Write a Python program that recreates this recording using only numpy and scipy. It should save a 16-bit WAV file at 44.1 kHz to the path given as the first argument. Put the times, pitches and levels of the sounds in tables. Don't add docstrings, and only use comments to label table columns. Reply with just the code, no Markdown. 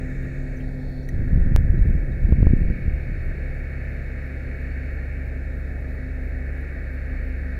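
import sys
import numpy as np
from scipy.fft import rfft, irfft, next_fast_len
from scipy.io import wavfile
from scipy.ndimage import map_coordinates

SR = 44100
rng = np.random.default_rng(int(sys.argv[2]) if len(sys.argv) > 2 else 0)


def to_wav(sig):
    pcm = np.clip(np.atleast_2d(sig), -1, 1) * 32767
    pcm = np.round(pcm).astype(np.int16)
    wavfile.write(sys.argv[1], SR, pcm.T)


N = 334719
T = np.arange(N) / SR

SHAFT_HZ, PUMP_HZ = 22.893, 257.5
# t/s, firing tone/dB, its octave/dB, pump/dB
DRONE = [(0, -33, -34, -40), (.6, -38, -36, -38), (2, -33, -34, -54), (3.3, -32, -39, -58),
         (4.3, -31, -42, -51.5), (6.2, -30, -44, -47), (7.59, -29.5, -47.5, -44.5)]
# t/s, clatter/dB, upper clatter/dB
TURN = [(0, -49, -56), (.55, -49, -56), (.65, -53, -60), (1.06, -56, -65), (1.2, -49, -60),
        (1.6, -47.5, -58), (2.2, -49.5, -55), (2.7, -49, -51.5), (3.34, -48, -52), (3.8, -46.5, -51),
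        (4.9, -46, -51.5), (5.6, -49, -57), (6.74, -47.5, -54), (7.14, -46, -51), (7.59, -47.5, -54.5)]
# t/s, fizz/dB, its narrow band/dB
TREBLE = [(0, -70.5, -77), (.65, -69.5, -73), (.95, -69, -64.5), (1.2, -72, -74.5), (1.6, -75, -82),
          (3, -70.5, -74.5), (4.2, -70, -72), (5.6, -72, -77.5), (7.59, -71, -75)]


def amp(db):
    return 10 ** (np.asarray(db) / 20)


def unit(x):
    return x / np.sqrt(np.mean(x ** 2) + 1e-20)


def curves(rows):
    s, *cols = np.transpose(rows)
    return [np.interp(T, s, c) for c in cols]


def wobble(rate_hz):
    return map_coordinates(rng.standard_normal(int(N * rate_hz / SR) + 4), [T * rate_hz])


def filtered(x, response):
    m = next_fast_len(N + 8192)
    return irfft(rfft(x, m) * response(np.fft.rfftfreq(m, 1 / SR)), m)[:N]


def coloured(x, points):
    f, db = np.transpose(points)
    return unit(filtered(x, lambda hz: amp(np.interp(np.log(hz + 1), np.log(f + 1), db, -150, -150))))


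def tone(hz, db, waver_db, drift_rad):
    phase = 2 * np.pi * (np.cumsum(hz + 0 * T) / SR + rng.random()) + drift_rad * wobble(3)
    return np.sqrt(2) * amp(db + waver_db * wobble(4)) * np.sin(phase)


def cyclic(share):
    pattern = rng.standard_normal(4096)
    cycle = T * SHAFT_HZ / 2 % 1
    again = map_coordinates(pattern, [cycle * len(pattern)], mode="grid-wrap")
    share = np.clip(share, 0, 1)
    return np.sqrt(share) * unit(again) + np.sqrt(1 - share) * rng.standard_normal(N)


def engine():
    # order, level/dB
    orders = [(4.5, -48.5), (8.0, -51.5), (9.0, -56), (10, -56.5), (11.0, -50), (13.0, -58.5), (15.0, -59),
              (16.5, -61.5), (18, -61.5), (19.5, -59), (23.5, -63), (25.0, -63.5), (25.5, -69),
              (27.0, -61.5), (28.5, -62.5), (29.0, -67.5), (30.5, -69.5), (37.5, -87.5), (53.5, -76),
              (60.0, -78.5), (61.5, -65.5), (62.0, -74), (63.0, -78.5), (66.0, -68.5), (67.0, -71),
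              (69.0, -63), (72, -65.5), (72.5, -70.5), (74.5, -66), (76.0, -60.5), (77.0, -64.5),
              (78.0, -79.5), (79.0, -61.0), (82.0, -58.5), (85.0, -72), (91, -63)]
    # f/Hz, relative level/dB
    roar = [(15, -5), (28, -2.5), (60, -7.5), (110, -10.5), (200, -16), (310, -17.5), (500, -18.5),
            (680, -24.5), (850, -29.5), (1050, -43.5), (1300, -53.5)]
    clatter = [(900, -45.5), (1050, -26.5), (1200, -14.5), (1430, -11), (1750, 1.5), (1950, -3),
               (2120, -16), (2350, -39)]
    upper_clatter = [(1850, -26.5), (2050, -2), (2280, 6), (2400, -1), (2660, -7), (3200, -27),
                     (3600, -55.5)]
    fizz = [(1880, -42), (3200, -10), (3670, 7), (4330, 0), (4790, -6.5), (5340, -0.5), (5700, -7.5),
            (7410, -42), (12500, -120)]
    sizzle = [(3350, -47), (5700, -3.5), (6670, 5), (7880, -0.5), (8500, -4), (11000, -50.5), (18700, -120)]
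    # t/s, level/dB
    airy = [(0, -69), (.56, -71.5), (.6, -75), (2.5, -78.5), (4, -76), (7.59, -78.5)]
    firing_db, octave_db, _ = curves(DRONE)
    clatter_db, upper_db = curves(TURN)
    fizz_db = curves(TREBLE)[0]
    out = tone(3 * SHAFT_HZ, firing_db, .7, .1) + tone(6 * SHAFT_HZ, octave_db, .8, .15)
    for order, db in orders:
        turn_db = (clatter_db - np.median(clatter_db)) * (order > 45)
        turn_db += (octave_db - np.median(octave_db)) * (round(order / 3, 1) in (5, 6))
        out += tone(round(2 * order) / 2 * SHAFT_HZ, db + turn_db, waver_db=2.0, drift_rad=0.42)
    out += amp(-40 + 0.78 * wobble(7.8)) * coloured(cyclic(0.23), roar)
    out += amp(clatter_db + 0.76 * wobble(5.9)) * coloured(cyclic(.12), clatter)
    out += amp(upper_db + 1.3 * wobble(7)) * coloured(cyclic(0.027), upper_clatter)
    out += amp(fizz_db + 0.88 * wobble(20)) * coloured(cyclic(0.17), fizz)
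    return out + amp(curves(airy)[0]) * coloured(rng.standard_normal(N), sizzle)


def ring():
    centre_hz = 4373
    db = curves(TREBLE)[1] + 1.4 * wobble(2.39)
    sideband = [(1, -3.0), (160, 1), (300, -12.5)]  # offset/Hz, relative level/dB
    a = coloured(rng.standard_normal(N), sideband)
    b = coloured(rng.standard_normal(N), sideband)
    phase = 2 * np.pi * centre_hz * T
    return amp(db + 1.6 * wobble(15)) * (a * np.cos(phase) + b * np.sin(phase))


def hydraulics():
    # multiple, level/dB
    pistons = [(2, -54), (5, -72.5), (6, -72.5), (10, -73)]
    whine_hz = [1903, 2176, 2220.5, 2265, 2402.5, 2487, 2547.3, 4441, 4484]
    whine_db = [-64, -65, -55, -65, -65.5, -76.5, -66, -82, -98.5]
    upper_db = curves(TURN)[1]
    out = tone(PUMP_HZ, curves(DRONE)[2], waver_db=2.5, drift_rad=0.25)
    for multiple, db in pistons:
        out += tone(round(multiple) * PUMP_HZ, db, waver_db=-1.0, drift_rad=0.77)
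    turn_db = 0.76 * (upper_db - np.median(upper_db))
    for hz, db in zip(whine_hz, whine_db):
        out += tone(hz, db + turn_db, waver_db=0.5, drift_rad=0.89)
    return out


def hum():
    # t/s, f/Hz, level/dB
    low_hum = [(0, 33.1, -34), (1.1, 33, -32.5), (3.2, 32.75, -35), (3.6, 33.3, -29.5), (3.9, 36.35, -34.5),
               (4.35, 37.6, -36.5), (4.55, 40.7, -34), (7.59, 41.2, -30.5)]
    upper_hum = [(0, 114.9, -50.5), (3.6, 113.8, -45), (6, 115.3, -44.5), (6.4, 111.7, -54),
                 (7.59, 109.7, -48)]
    waver_db = 1.5
    return tone(*curves(low_hum), waver_db, drift_rad=0.72) + tone(*curves(upper_hum), waver_db, drift_rad=2.2)


def gusts():
    # t/s, level/dB
    breeze = [(0, -29), (1.1, -35.5), (3.6, -38), (4.1, -42)]
    # start/s, length/s, level/dB
    gust_rows = [(1.11, 0.16, -18.5), (1.283, 0.62, -15.5), (2.193, 0.42, -14.5), (2.875, 0.089, -29),
                 (3.047, 0.05, -23.5), (3.202, 0.052, -27.5)]
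    attack_s, release_db_per_s = 0.052, 47
    power = amp(2 * curves(breeze)[0])
    for s, length_s, db in gust_rows:
        rise = np.clip((T - s) / attack_s, 0, 1) ** 2
        fall_db = release_db_per_s * np.maximum(T - s - length_s, 0)
        power = power + rise * amp(2 * (db - fall_db))
    return 10 * np.log10(power)


def wind():
    # f/Hz, relative level/dB
    buffet = [(12, -9), (25, 6), (45, -7), (80, -6), (130, -16.5), (250, -31)]
    flutter = [(50, -18.5), (110, 4.5), (200, -2), (350, -15), (600, -47), (1000, -48.5)]
    # t/s, level/dB, rise/ms, fall/ms, push 1 or pull -1
    thumps = [(1.333, -6.5, 1.6, 1.6, 1), (1.3607, -5.5, 1.7, 2.6, 1), (1.5206, -7.5, 2, 1.1, 1),
              (1.5528, -1, 2.6, 2.7, -1), (1.589, -5.5, 3.5, 1.9, -1), (1.704, -3.5, 2.5, 4.4, -1),
              (1.7938, -6, 2.6, 1.6, 1), (1.8185, -3, 4.4, 1.3, 1), (1.827, -5, 4, 5.6, -1),
              (2.251, -5, 4, 2.2, 1), (2.325, -0.5, 0.98, 3, 1), (2.386, -6.5, 1.4, 1.6, 1),
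              (2.4062, -6.5, 1.1, 4.6, 1), (2.4289, -0.5, 2.8, 1.12, 1), (2.4701, 0.5, 0.91, 4.9, 1),
              (2.5095, -4.5, 1.3, 3.7, 1), (2.5361, -1.5, 0.95, 0.95, 1), (2.6845, -8.5, 7.4, 1.6, 1),
              (2.882, -7, 1.37, 4.2, -1), (2.94, -11, 3.4, 3.1, -1)]
    flutter_db = -10.5
    gap_s, eddy_db, rise_ms, fall_ms = .045, 5, 2.3, 3.8
    buffet_db = gusts()
    low = unit(amp(1.6 * wobble(12)) * coloured(rng.standard_normal(N), buffet))
    fast = coloured(rng.standard_normal(N), flutter)
    fast = unit(amp(1.7 * wobble(30)) * (fast + 0.22 * (fast ** 2 - 1)))
    out = amp(buffet_db) * (2.5 * np.tanh(low / 2.5) + amp(flutter_db) * fast)

    chance = rng.random((150, 4))
    times = .1 + np.cumsum(gap_s * (.5 + chance[:, 0]))
    small = []
    for s, (_, size, rise, push) in zip(times, chance):
        if s < T[-1] - .1:
            db = np.interp(s, T, buffet_db) + eddy_db + 6 * (size - .5)
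            small.append((s, db, rise_ms * (.5 + rise), fall_ms, push - .25))
    for s, db, rise, fall, push in small + thumps:
        near = slice(round((s - .1) * SR), round((s + .1) * SR))
        u = (T[near] - s) * 1000 / np.where(T[near] < s, rise, fall)
        out[near] *= 1 - np.exp(-.15 * u ** 2)
        swing = 1.195 * np.exp(-.6 * u ** 2) - 0.34 * np.exp(-.06 * u ** 2)
        out[near] += np.sign(push) * amp(db) * swing
    return out


def clicks():
    # t/s, level/dB
    latch_clicks = [(1.0886, -29.5)]
    # f/Hz, level/dB, t60/s
    latch_modes = [(1905, -2, 0.049), (2090, -8, .02), (3950, -17, .025), (5870, -15, 0.023),
                   (6240, -20, .025), (8775, -23, 0.022), (10600, -16.5, 0.01), (11790, -18, 0.016)]
    # t/s, f/Hz, level/dB
    pings = [(.568, 6050, -56), (.601, 2700, -50), (.602, 3070, -56), (1.03, 5800, -59), (1.781, 3900, -58),
             (2.119, 3800, -57)]
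    ping_t60_s, rough_rad = 0.083, .12
    out, t = np.zeros(N), T[:SR // 5]
    for s, db in latch_clicks:
        modes = np.zeros(len(t))
        for hz, level_db, t60_s in latch_modes:
            modes += amp(level_db + rng.normal(0, 1.7) - 60 * t / t60_s) * np.sin(2 * np.pi * hz * t)
        modes *= 1 - np.exp(-t / .0006)
        tick = .1 * amp(-60 * t / .03) * rng.standard_normal(len(t))
        out[round(s * SR):][:len(t)] += amp(db) * (modes + tick)
    for s, hz, db in pings:
        envelope = amp(db - 60 * t / ping_t60_s) * (1 - np.exp(-t / 0.0012))
        phase = 2 * np.pi * hz * t + np.cumsum(rng.normal(0, rough_rad, len(t)))
        out[round(s * SR):][:len(t)] += envelope * np.sin(phase)
    return out


def hiss():
    # f/Hz, relative level/dB
    hiss_points = [(3350, -32), (5700, -2), (5850, -1.5), (6700, -4), (8670, -2), (9680, 3), (10800, -2.5),
                   (13100, 0.5), (15700, -4.5)]
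    flicker_s = .334
    cluster = np.cos(2 * np.pi * (T - .25) / flicker_s) > .8
    blips = np.clip(wobble(130) - np.where(cluster, -.3, 1.6), 0, .4)
    steady = coloured(rng.standard_normal(N), [(2500, 0.5), (5000, 3)] + hiss_points[2:])
    blip_points = [(8500, -15.5), (9600, -2.5), (11000, -4.5), (13500, -3), (15700, -1.5)]
    return amp(-72.0) * steady + amp(-65.0) * blips * coloured(rng.standard_normal(N), blip_points)


def scene():
    return (engine() + ring() + hydraulics() + hum() + wind() + clicks() + hiss())[None]


def record(dry):
    jump_s, ceiling, top_hz = 1.5623, .71, 15750
    after_s = np.maximum(T - jump_s, 0)
    jump = amp(-9.5) * (T >= jump_s) * np.exp(-after_s / 0.01)
    dip = 1 - 0.27 * np.exp(-((T - jump_s) / 0.002) ** 2)
    x = np.clip(dry[0] * dip + jump, -ceiling, ceiling)
    return filtered(x, lambda hz: np.clip((top_hz + 300 - hz) / 400, 0, 1) ** 2)[None]


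dry = scene()
out = record(dry)
to_wav(out)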